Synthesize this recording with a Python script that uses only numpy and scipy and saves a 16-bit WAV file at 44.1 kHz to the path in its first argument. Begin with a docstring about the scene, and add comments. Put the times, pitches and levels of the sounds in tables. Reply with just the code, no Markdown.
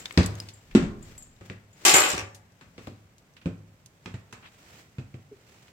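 """In a small, furnished camper, someone walks about close to the microphone with a bunch of keys.
Heels thump on the hollow floor (struck boards, booming noise and modes, slaps) and the keys chink (ringing modes).
Then the bunch clatters loudly against a door and its lock: noise bursts and modes, with weakening rebounds.
Clicks and rustling clothes run throughout, over faint ticks, body rumble and quiet air;
softer steps, a scuff and then a creak follow the clatter."""
import sys
import numpy as np
from scipy import signal
from scipy.fft import rfft, irfft
from scipy.io import wavfile
from scipy.ndimage import uniform_filter1d, minimum_filter1d

SR = 44100
rng = np.random.default_rng(int(sys.argv[2]) if len(sys.argv) > 2 else 0)


def int16_out(signal):
    """Quantize to a 16-bit WAV file."""
    q = np.round(np.clip(np.atleast_2d(signal).T, -1, 1) * 32767)
    wavfile.write(sys.argv[1], SR, q.astype(np.int16))


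N = 252252
T = np.arange(SR // 2) / SR  # time after a hit [s]

# contacts of the feet, heel and then the rest of the sole in the heavy steps: (time [s],
# pitch of the struck board [Hz], board level [dB], boom of the hollow floor [dB],
# slap of the sole [dB], click of the heel [dB])
FOOT_CONTACTS = [(.175, 175.5, -5.5, -15.5, -22, -18.5), (.187, 89.7, -8.5, -24.5, -39, -50),
                 (.750, 226.3, .5, -19, -25, -28), (.765, 251, -5.5, -24, -32.5, -51.5),
                 (.825, 163.5, -15.5, -31.5, -40, -61), (1.41, 108, -43, -45.5, -52, -60),
                 (1.499, 130, -33, -37, -47, -35.5), (1.933, 162, -26.5, -38, -36, -38),
                 (2.134, 126, -40, -32, -51, -55), (2.222, 94, -36, -43, -54, -64),
                 (2.611, 157.8, -59, -55, -50, -52.5), (2.78, 140, -47, -39.5, -48, -47),
                 (2.871, 133.1, -35.5, -35.5, -50, -44.5), (3.458, 168.5, -15, -28, -44, -41),
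                 (4.059, 177, -34, -37, -42, -36.5), (4.141, 120.6, -25.5, -43, -46, -57),
                 (4.327, 195.3, -47.5, -49, -43, -50.5), (4.984, 129, -22.5, -37.5, -48.5, -49.5),
                 (5.142, 128, -31, -42.5, -56, -52.5)]
# modes of the hollow floor: (frequency [Hz], level [dB], t60 [s])
FLOOR_MODES = [(68, -28.5, 0.17), (102.3, -6, 0.74), (115.5, -3, 0.29), (181.8, -7, 0.14),
               (233.55, -6.5, 0.32), (408, -19, 0.083)]
# colour of the floor's boom: (frequency [Hz], relative level [dB per Hz])
BOOM_COLOUR = [(25, -26.5), (60, -2), (110, -4), (250, 1.5), (420, -2), (700, -14.5), (1300, -33.5),
               (4000, -60)]
# colour of the sole's slap: (frequency [Hz], relative level [dB per Hz])
SLAP_COLOUR = [(150, -11), (500, 2.5), (1200, 5), (2500, 4), (4000, -5.5), (6000, -9.5), (8000, -7.5),
               (9500, -28), (15000, -29.5)]
BOARD_CYCLES = 15  # a board dies away by 60 dB in this many swings, whatever its pitch
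HEEL_HZ, HEEL_T60 = 2450, .026  # click of the hard heel in a soft step [Hz, s]
# a harder slap than this [dB] is a shorter contact, and the click is higher
HARD_SLAP_DB, HEEL_OCTAVES_PER_DB = -42, .034
HEEL_DULL_HZ = 7500  # the heel's click has little above this


def steps(rise_s=0.0019, modes_db=-3, boom_t60=0.15, slap_t60=.14, tick_db=0, tick_t60=0.0098,
          overtone=1.5, overtone_db=-7, overtone_t60=0.062, lowest_share=0.29):
    """Each contact bends one board, shakes the whole hollow floor, and slaps; returns thuds and slaps."""
    thuds, slaps = np.zeros((2, 2, N))
    floor = sum(amp(db) * fade(t60) * np.sin(2 * np.pi * hz * T) for hz, db, t60 in FLOOR_MODES)
    press = 1 - np.exp(-T / rise_s)  # the sole cushions the blow
    for s, hz, board_db, boom_db, slap_db, heel_db in FOOT_CONTACTS:
        board = np.sin(2 * np.pi * hz * T) * fade(BOARD_CYCLES / hz)
        board += amp(overtone_db) * np.sin(2 * np.pi * hz * overtone * T) * fade(overtone_t60)
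        # a board radiates little below its pitch
        board = filtered(board * press, 2, hz * lowest_share, "highpass")
        boom = (burst(BOOM_COLOUR, boom_t60) - amp(modes_db) * floor) * press
        slap = burst(SLAP_COLOUR, slap_t60) + amp(tick_db) * burst(SLAP_COLOUR, tick_t60)
        octaves_up = HEEL_OCTAVES_PER_DB * max(slap_db - HARD_SLAP_DB, 0)
        heel = click(HEEL_HZ * 2 ** octaves_up, HEEL_T60, modes_db=-8.5)
        heel = filtered(heel, 2, HEEL_DULL_HZ)
        add(thuds, s, amp(boom_db) * boom - amp(board_db) * board)
        add(slaps, s, amp(slap_db) * slap + amp(heel_db) * heel, side(s))
    return thuds, slaps


# modes of the door and its lock plate: (frequency [Hz], level [dB], t60 [s])
DOOR_MODES = [(395, -5.5, .42), (477.5, -6.5, 0.17), (556.2, -6.5, .3), (728, -2, 0.33), (757, -3.5, 0.39),
              (847.3, -1.5, .36), (1140, 1, 0.27), (1175, -2.5, .3), (1614, -2.5, 0.27), (2494, 2, .3),
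              (2574, 1.5, .25)]
# colour of the shaken door panel: (frequency [Hz], relative level [dB per Hz])
PANEL_COLOUR = [(60, -36.5), (200, -18), (350, 1), (600, -1.5), (1200, 0.5), (2000, 1), (2900, 2),
                (4000, -12), (6500, -20.5), (10000, -30), (16000, -39.5)]
# colour of key clashing on key: (frequency [Hz], relative level [dB per Hz])
CLASH_COLOUR = [(400, -23.5), (1500, -11), (3000, 0), (5200, 1.5), (6400, 1), (7300, -4.5), (8400, -0.5),
                (9800, -13), (11200, -16.5), (14000, -16), (16000, -20)]
# colour of the door's long after-ring: (frequency [Hz], relative level [dB per Hz])
AFTER_RING_COLOUR = [(600, -33.5), (860, -10), (1150, -30.5), (1750, -0.5), (1980, -3.5), (2250, -5),
                     (2700, -28.5), (6000, -44)]


def clatter(panel_t60=0.23, clash_t60=0.15, door_modes_db=-8, after_db=-26, after_t60=0.71,
            pan_db=1.0, gripped_s=2.103, grip_t60=0.26):
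    """Each blow shakes the door, clashes key on key and leaves the keys ringing until the bunch is held still."""
    out, ringing = np.zeros((2, 2, N))
    for s, door_db, clash_db, keys_db in contacts():
        bounces = chatter(per_s=300, grain_s=.001, depth=.7)
        panel = burst(tinted(PANEL_COLOUR), panel_t60, spacing_hz=40.6) * (.5 + .5 * bounces)
        door = panel + amp(door_modes_db) * ring(DOOR_MODES, detune=0.0018, scatter_db=-4)
        door += amp(after_db) * burst(AFTER_RING_COLOUR, after_t60)
        # every contact wakes other partials
        clash = burst(tinted(CLASH_COLOUR), clash_t60, spacing_hz=59.6) * bounces
        add(out, s, amp(door_db) * door + amp(clash_db) * clash, pan_db)
        add(ringing, s, amp(keys_db) * bunch_ring(), 3.5)
    held_s = np.maximum(np.arange(N) / SR - gripped_s, 0)
    return out + ringing * amp(-60 * held_s / grip_t60)


# the bunch strikes the door and lock: (time [s], door level [dB], clash of metal [dB], ring of the keys [dB],
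# loss per rebound [dB])
BLOWS = [(1.851, -17, -11, -19.5, 2.5), (1.898, -22.5, -18.5, -23, 3.5), (1.939, -15.5, -17, -17.5, 2),
         (2.036, -22.5, -27, -31, 3.5), (2.090, -31.5, -29, -33.5, 2), (2.176, -31, -34, -50, 8)]
REBOUND_S, REBOUND_GROWTH = .012, 1.2  # first gap between bounces [s], and each gap against the one before


def contacts(count=5):
    """Each blow and its ever slower, weaker rebounds: rows of (time [s], door [dB], clash [dB], keys [dB])."""
    gaps = [REBOUND_S * REBOUND_GROWTH ** k for k in range(count - 1)]
    delays = np.cumsum([0] + gaps)
    rows = []
    for s, door_db, clash_db, keys_db, loss_db in BLOWS:
        for k, delay in enumerate(delays):
            lost_db = k * loss_db
            rows.append((s + delay, door_db - lost_db, clash_db - lost_db, keys_db - lost_db))
    return rows


def chatter(per_s, grain_s, depth):
    """A gain that jumps at each tiny random impact and drops again, for bouncing keys or a grainy sole."""
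    impacts = rng.exponential(1, len(T)) * (rng.random(len(T)) < per_s / SR)
    power = signal.lfilter([1], [1, -np.exp(-1 / (grain_s * SR))], impacts)
    return np.sqrt(1 - depth + depth * power / power.mean())


def tinted(spectrum):
    """Each blow lands on another spot and favours other pitches."""
    return [(hz, db + 2 * rng.standard_normal()) for hz, db in spectrum]


# modes of the keys: (frequency [Hz], level [dB], t60 [s])
KEY_MODES = [(4730, -21.5, .15), (7340, -7.5, 0.28), (6930, -2, 0.31), (7440, -9, .1), (7470, -8.5, 0.19),
             (7600, -8, 0.082), (7590, -3.5, 0.72), (8650, -11.5, 0.12), (10500, -23.5, 0.22),
             (11120, -13, 0.24), (12200, -20.5, 0.071), (12500, -18, 0.1435), (13200, -11, 0.49),
             (14160, -27, 0.18)]


def bunch_ring(spread=0.012, neighbours_db=-1, neighbours_t60=0.16):
    """One key rings freely; its neighbours, cut a little differently, are soon damped."""
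    free = ring(KEY_MODES, detune=0.0043, scatter_db=-1.0)
    neighbours = ring(KEY_MODES, spread, scatter_db=3.5) + ring(KEY_MODES, spread, scatter_db=3.5)
    return amp(-4.5) * free + amp(neighbours_db) * neighbours * fade(neighbours_t60)


# the keys swing against each other: (time [s], level before softening [dB])
CHINKS = [(0., -44), (0.535, -48), (1.027, -50), (1.179, -41), (1.225, -45), (1.73, -58.5)]


def chinks(pan_db=3.0, damped_t60=0.29, soft_hz=7600):
    """Hanging keys touch lightly, which wakes mostly their lower modes."""
    out = np.zeros((2, N))
    for s, db in CHINKS:
        touch = bunch_ring() * fade(damped_t60) + amp(-7.5) * burst(CLASH_COLOUR, .012)
        add(out, s, amp(db) * touch, pan_db)
    return filtered(out, 1, soft_hz)


# clicks and knocks of latches and fittings: (time [s], level [dB], centre frequency [Hz], t60 [s])
CLICKS = [(.057, -29, 3600, .026), (.109, -34, 2100, 0.018), (.125, -44, 7700, 0.012),
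          (.231, -35.5, 4200, 0.1), (0.261, -30, 7600, .04), (0.354, -45, 6400, 0.013),
          (0.4016, -30, 4920, 0.0049), (.487, -42.5, 4580, 0.083), (.712, -49.5, 2300, 0.11),
          (2.347, -47.5, 6370, 0.12), (2.873, -38, 725, 0.043), (3.182, -55.5, 6100, 0.043),
          (3.367, -50.5, 2660, 0.11), (3.415, -54, 2460, 0.13), (3.86, -47, 6240, 0.038),
          (4.326, -48, 5900, 0.096), (5.681, -53, 2400, 0.042)]


def clicks():
    """Latches and fittings click as the walker passes."""
    out = np.zeros((2, N))
    for s, db, hz, t60 in CLICKS:
        add(out, s, amp(db) * click(hz, t60), side(s))
    return out


# overtones of a small fitting: (factor on its centre pitch [ratio], level [dB])
FITTING_OVERTONES = [(.58, -9), (1.001, -2), (1.041, 1), (1.47, -13)]


def click(hz, t60, below_db=-20, above_db=-17, tick_db=0, tick_t60=0.011, modes_db=-5):
    """A short dry tick: a hard contact, a broad resonance and a few brief overtones."""
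    colour = [(hz / 4, below_db), (hz / 2, -4), (hz, 0), (hz * 1.5, -5),
              (hz * 2.5, above_db), (hz * 5, 2 * above_db)]
    modes = [(hz * factor, level_db, .035) for factor, level_db in FITTING_OVERTONES]
    overtones = ring(modes, detune=0, scatter_db=1.0)
    return burst(colour, t60) + amp(modes_db) * overtones + amp(tick_db) * burst(colour, tick_t60)


def scuff(first_hz=1500, last_hz=2900, width_hz=2200, db=-50):
    """A sole drags over the boards: grainy noise in a rising resonance."""
    s, length_s = 4.405, .105
    size = round(length_s * SR)
    grains = rng.standard_normal((2, size)) * chatter(per_s=790, grain_s=0.0023, depth=0.56)[:size]
    band = filtered(grains, 2, width_hz / 2)
    carrier = np.cos(2 * np.pi * np.cumsum(np.linspace(first_hz, last_hz, size)) / SR)
    out = np.zeros((2, N))
    add(out, s, amp(db) * evened(band * carrier) * np.hanning(size))
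    return out


def creak(first_hz=430, last_hz=385, db=-40, rough=0.16):
    """A floor panel slips under the foot with a short falling tone."""
    s, length_s = 5.312, .046
    size = round(length_s * SR)
    turns = np.cumsum(np.linspace(first_hz, last_hz, size)) / SR
    roughness = noise([(120, -28), (260, 8.0), (480, -4.5), (800, -20.5), (3000, -53.5)], size)
    tone = np.sin(2 * np.pi * turns) + rough * roughness
    envelope = np.interp(np.linspace(0, 1, size), [0, .2, 1], [0, 1, 0])
    out = np.zeros((2, N))
    add(out, s, amp(db) * tone * envelope)
    return out


# sweeps of the walker's clothes: (time of the peak [s], rise [s], fall [s], level [dB])
SWISHES = [(.01, 0.21, 0.4, -48.5), (0.419, 0.12, 0.07, -51.5), (1.09, 0.082, 0.13, -53),
           (1.46, 0.013, 0.033, -52.5), (1.849, 0.052, .12, -47.5), (2.83, 0.041, .11, -56),
           (4.791, 0.23, 0.064, -51.5), (5.549, 0.17, 0.25, -57)]
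# colour of rubbing cloth: (frequency [Hz], relative level [dB per Hz])
CLOTH_COLOUR = [(100, 2.5), (400, 2.5), (900, -2.5), (2200, 0), (4000, -6), (8000, -7), (9500, -18.5),
                (15000, -14.5)]
# a trouser leg brushes with every contact of the feet: level, and rise and fall
STEP_SWISH_DB, STEP_SWISH_S = -68, 0.1
CLOTH_REST_DB = -68.5  # the clothes never fall quite still


def rustle(grain_db=1.5, pan_share=0.97):
    """Cloth rubs in small uneven catches, with each contact of the feet and in separate sweeps."""
    power = np.full(N, amp(CLOTH_REST_DB) ** 2)
    for s, rise_s, fall_s, db in SWISHES:
        power += (amp(db) * swell(s, rise_s, fall_s)) ** 2
    for s, *_ in FOOT_CONTACTS:
        power += (amp(STEP_SWISH_DB) * swell(s, STEP_SWISH_S, STEP_SWISH_S)) ** 2
    catches = evened(uniform_filter1d(rng.standard_normal(N), 300))
    cloth = evened(noise(CLOTH_COLOUR, N) * amp(grain_db * catches))
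    pan_db = pan_share * side(np.arange(N) / SR)
    return np.sqrt(power) * cloth * amp([pan_db / 2, -pan_db / 2])


TICKS_PER_S, TICK_DB, TICK_HZ, TICK_T60 = 1.8, -62, 4500, .025  # middle level and pitch; t60 [s]


def ticks(spread_db=2.5, spread_octaves=.45):
    """The furniture ticks faintly, once in each equal time slot, at a random moment and pitch."""
    out = np.zeros((2, N))
    draws = 2 * rng.random((int(TICKS_PER_S * N / SR), 3)) - 1
    for slot, (when, strength, pitch) in enumerate(draws):
        s = (slot + (1 + when) / 2) / TICKS_PER_S
        tick = click(TICK_HZ * 2 ** (spread_octaves * pitch), TICK_T60)
        add(out, s, amp(TICK_DB + spread_db * strength) * tick, side(s))
    return out


# colour of the body's light rumble: (frequency [Hz], relative level [dB per Hz])
RUMBLE_COLOUR = [(20, -10), (35, -11), (55, -5.5), (115, 1.5), (230, -8), (450, -19.5), (1000, -25.5),
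                 (3000, -58)]
# colour of the deep rocking: (frequency [Hz], relative level [dB per Hz])
SWAY_COLOUR = [(18, 4.5), (35, 1), (55, -7.5), (110, -11), (230, -17), (450, -34), (1000, -48), (3000, -71)]
# the body rocks on its springs under a full-scale contact, and settles
SWAY_DB, SWAY_RISE_S, SWAY_FALL_S = -32.5, .04, 0.19
SWAY_GROWTH = 4.8  # dB of rocking per dB of contact: light steps hardly move the springs
SWAY_LAG_S = 0.047  # rumble and rocking are greatest this long after each contact
REST_DB = -63  # rumble of the body between steps
STIR_DB, STIR_S = -60, 0.13  # every contact, however light, stirs that rumble: level, and fall


def rumble():
    """The vehicle's body rumbles a little with each contact and rocks deeply under the heavy ones."""
    stir_power, sway_power = amp(REST_DB) ** 2, 0
    for s, _, board_db, boom_db, *_ in FOOT_CONTACTS:
        weight = np.hypot(amp(board_db), amp(boom_db))
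        peak_s = s + SWAY_LAG_S
        stir = amp(STIR_DB) * swell(peak_s, SWAY_RISE_S, STIR_S)
        sway = amp(SWAY_DB) * weight ** SWAY_GROWTH * swell(peak_s, SWAY_RISE_S, SWAY_FALL_S)
        stir_power = stir_power + stir ** 2
        sway_power = sway_power + sway ** 2
    return np.sqrt(stir_power) * noise(RUMBLE_COLOUR, N) + np.sqrt(sway_power) * noise(SWAY_COLOUR, N)


# colour of the quiet air: (frequency [Hz], relative level [dB per Hz])
AIR_COLOUR = [(15, -28.5), (25, -2), (48, -6), (149, 0.5), (212, -5.5), (354, -12.5), (503, -9.5),
              (714, -12.5), (2160, -17), (3920, -26), (7920, -25.5), (9570, -32.5), (14800, -28),
              (16000, -38.5)]


def air(db=-63.5):
    """Quiet air in the cabin: steady coloured noise."""
    return amp(db) * noise(AIR_COLOUR, N)


# decay of the cabin's echoes: (frequency [Hz], t60 [s])
CABIN_DECAY = [(80, .6), (250, .48), (800, 0.63), (2500, 0.33), (7000, 0.36), (14000, 0.16)]


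def cabin(x, gap_s=0.0071):
    """Close walls answer after a few milliseconds; the treble dies first in the upholstery."""
    hz, t, z = signal.stft(noise([(20, 0), (20000, 0)], len(T)), SR, nperseg=256)
    decay = amp(-60 * t / read(CABIN_DECAY, hz)[:, None])
    tail = signal.istft(z * decay, SR, nperseg=256)[1][:, :len(T)]
    tail = tail * (T > gap_s)
    return signal.fftconvolve(x, tail / np.linalg.norm(tail[0]), axes=1)[:, :N]


# the walker turns, and near sounds move to the right: (time [s], left over right [dB])
TURN = [(0, 1.5), (2.6, 3.5), (3.5, -2.5), (5.72, -2)]


def side(s):
    """Left-right dB of the near sounds at a time."""
    return np.interp(s, *np.transpose(TURN))


# likeness of left and right in the noises: (frequency [Hz], correlation [-1 to 1])
LIKENESS = [(100, 0.97), (330, 0.86), (600, 0.79), (1100, -.05), (3000, .03), (16000, -0.32)]


def noise(spectrum, size, spacing_hz=0):
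    """Coloured noise at two microphones, alike in the bass; a spacing thins it into scattered partials."""
    hz = np.fft.rfftfreq(size, 1 / SR)
    kept = rng.random(len(hz)) * spacing_hz < hz[1]
    a, b = rfft(rng.standard_normal((2, size))) * kept
    same = np.clip(read(LIKENESS, hz), -1, 1)
    mid, side_part = a * np.sqrt(1 + same), b * np.sqrt(1 - same)
    stereo = np.array([mid + side_part, mid - side_part])
    return evened(irfft(stereo * amp(read(spectrum, hz)), size))


def burst(spectrum, t60, spacing_hz=0):
    """Many crowded modes struck at once: they start at about rms 1 and die together."""
    shape = fade(t60)
    return evened(noise(spectrum, len(T), spacing_hz) * shape) * np.sqrt(np.mean(shape ** 2))


def ring(modes, detune, scatter_db):
    """Separate modes, struck at a new spot each time and reaching each microphone in its own phase."""
    out = np.zeros((2, len(T)))
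    for hz, db, t60 in modes:
        shift, strength = rng.standard_normal(2)
        turns = hz * (1 + detune * shift) * T + rng.random((2, 1))
        out += amp(db + scatter_db * strength) * fade(t60) * np.sin(2 * np.pi * turns)
    return out / np.sqrt(sum(amp(db) ** 2 for _, db, _ in modes) / 2)


def fade(t60):
    """Exponential decay after a hit, 60 dB in t60 seconds."""
    return np.exp(-np.log(1000) * T / max(t60, 1e-3))


def swell(s, rise_s, fall_s):
    """A gain that grows to 1 at a time and then dies away."""
    t = np.arange(N) / SR - s
    return np.exp(np.minimum(t / max(rise_s, 1e-3), -t / max(fall_s, 1e-3)))


def filtered(x, order, hz, kind="lowpass"):
    """Butterworth filter with its corner at hz."""
    return signal.sosfilt(signal.butter(order, hz, kind, fs=SR, output="sos"), x)


def amp(db):
    """Decibels to gain."""
    return 10 ** (np.asarray(db) / 20)


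def evened(x):
    """Scales to rms 1."""
    return x / np.sqrt(np.mean(x ** 2) + 1e-20)


def read(points, hz):
    """Reads a table on a log-frequency axis."""
    f, value = np.transpose(points)
    return np.interp(np.log(hz + 1), np.log(f + 1), value)


def add(mix, s, sound, pan_db=0):
    """Mixes a sound in at its time and side; positive pan is louder on the left."""
    part = mix[:, max(round(s * SR), 0):][:, :sound.shape[-1]]
    part += (sound * amp([[pan_db / 2], [-pan_db / 2]]))[:, :part.shape[1]]


def scene():
    """Steps, keys and small noises in the cabin, over quiet air."""
    thuds, slaps = steps()
    bunch, keys = clatter(), chinks()
    small = clicks() + scuff() + creak()
    into_cabin = amp(-14.5) * thuds + amp(-6) * slaps + amp(-18.5) * small
    into_cabin += amp(-7.5) * keys + amp(-13.0) * bunch
    background = rustle() + ticks() + rumble() + air()
    return thuds + slaps + small + keys + bunch + cabin(into_cabin) + background


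def record(dry, low_cut_hz=40, edge_hz=16400):
    """The microphone's bass roll-off, a quick peak limiter and the recorder's band limit."""
    thinned = filtered(dry, 2, low_cut_hz, "highpass")
    headroom = np.minimum(.85 / (abs(thinned).max(0) + 1e-9), 1)
    limited = thinned * uniform_filter1d(minimum_filter1d(headroom, size=121), size=121)
    band_limit = signal.firwin(511, edge_hz, window=("kaiser", 9), fs=SR)
    return signal.oaconvolve(limited, band_limit[None], "same")


dry = scene()
out = record(dry)
int16_out(out)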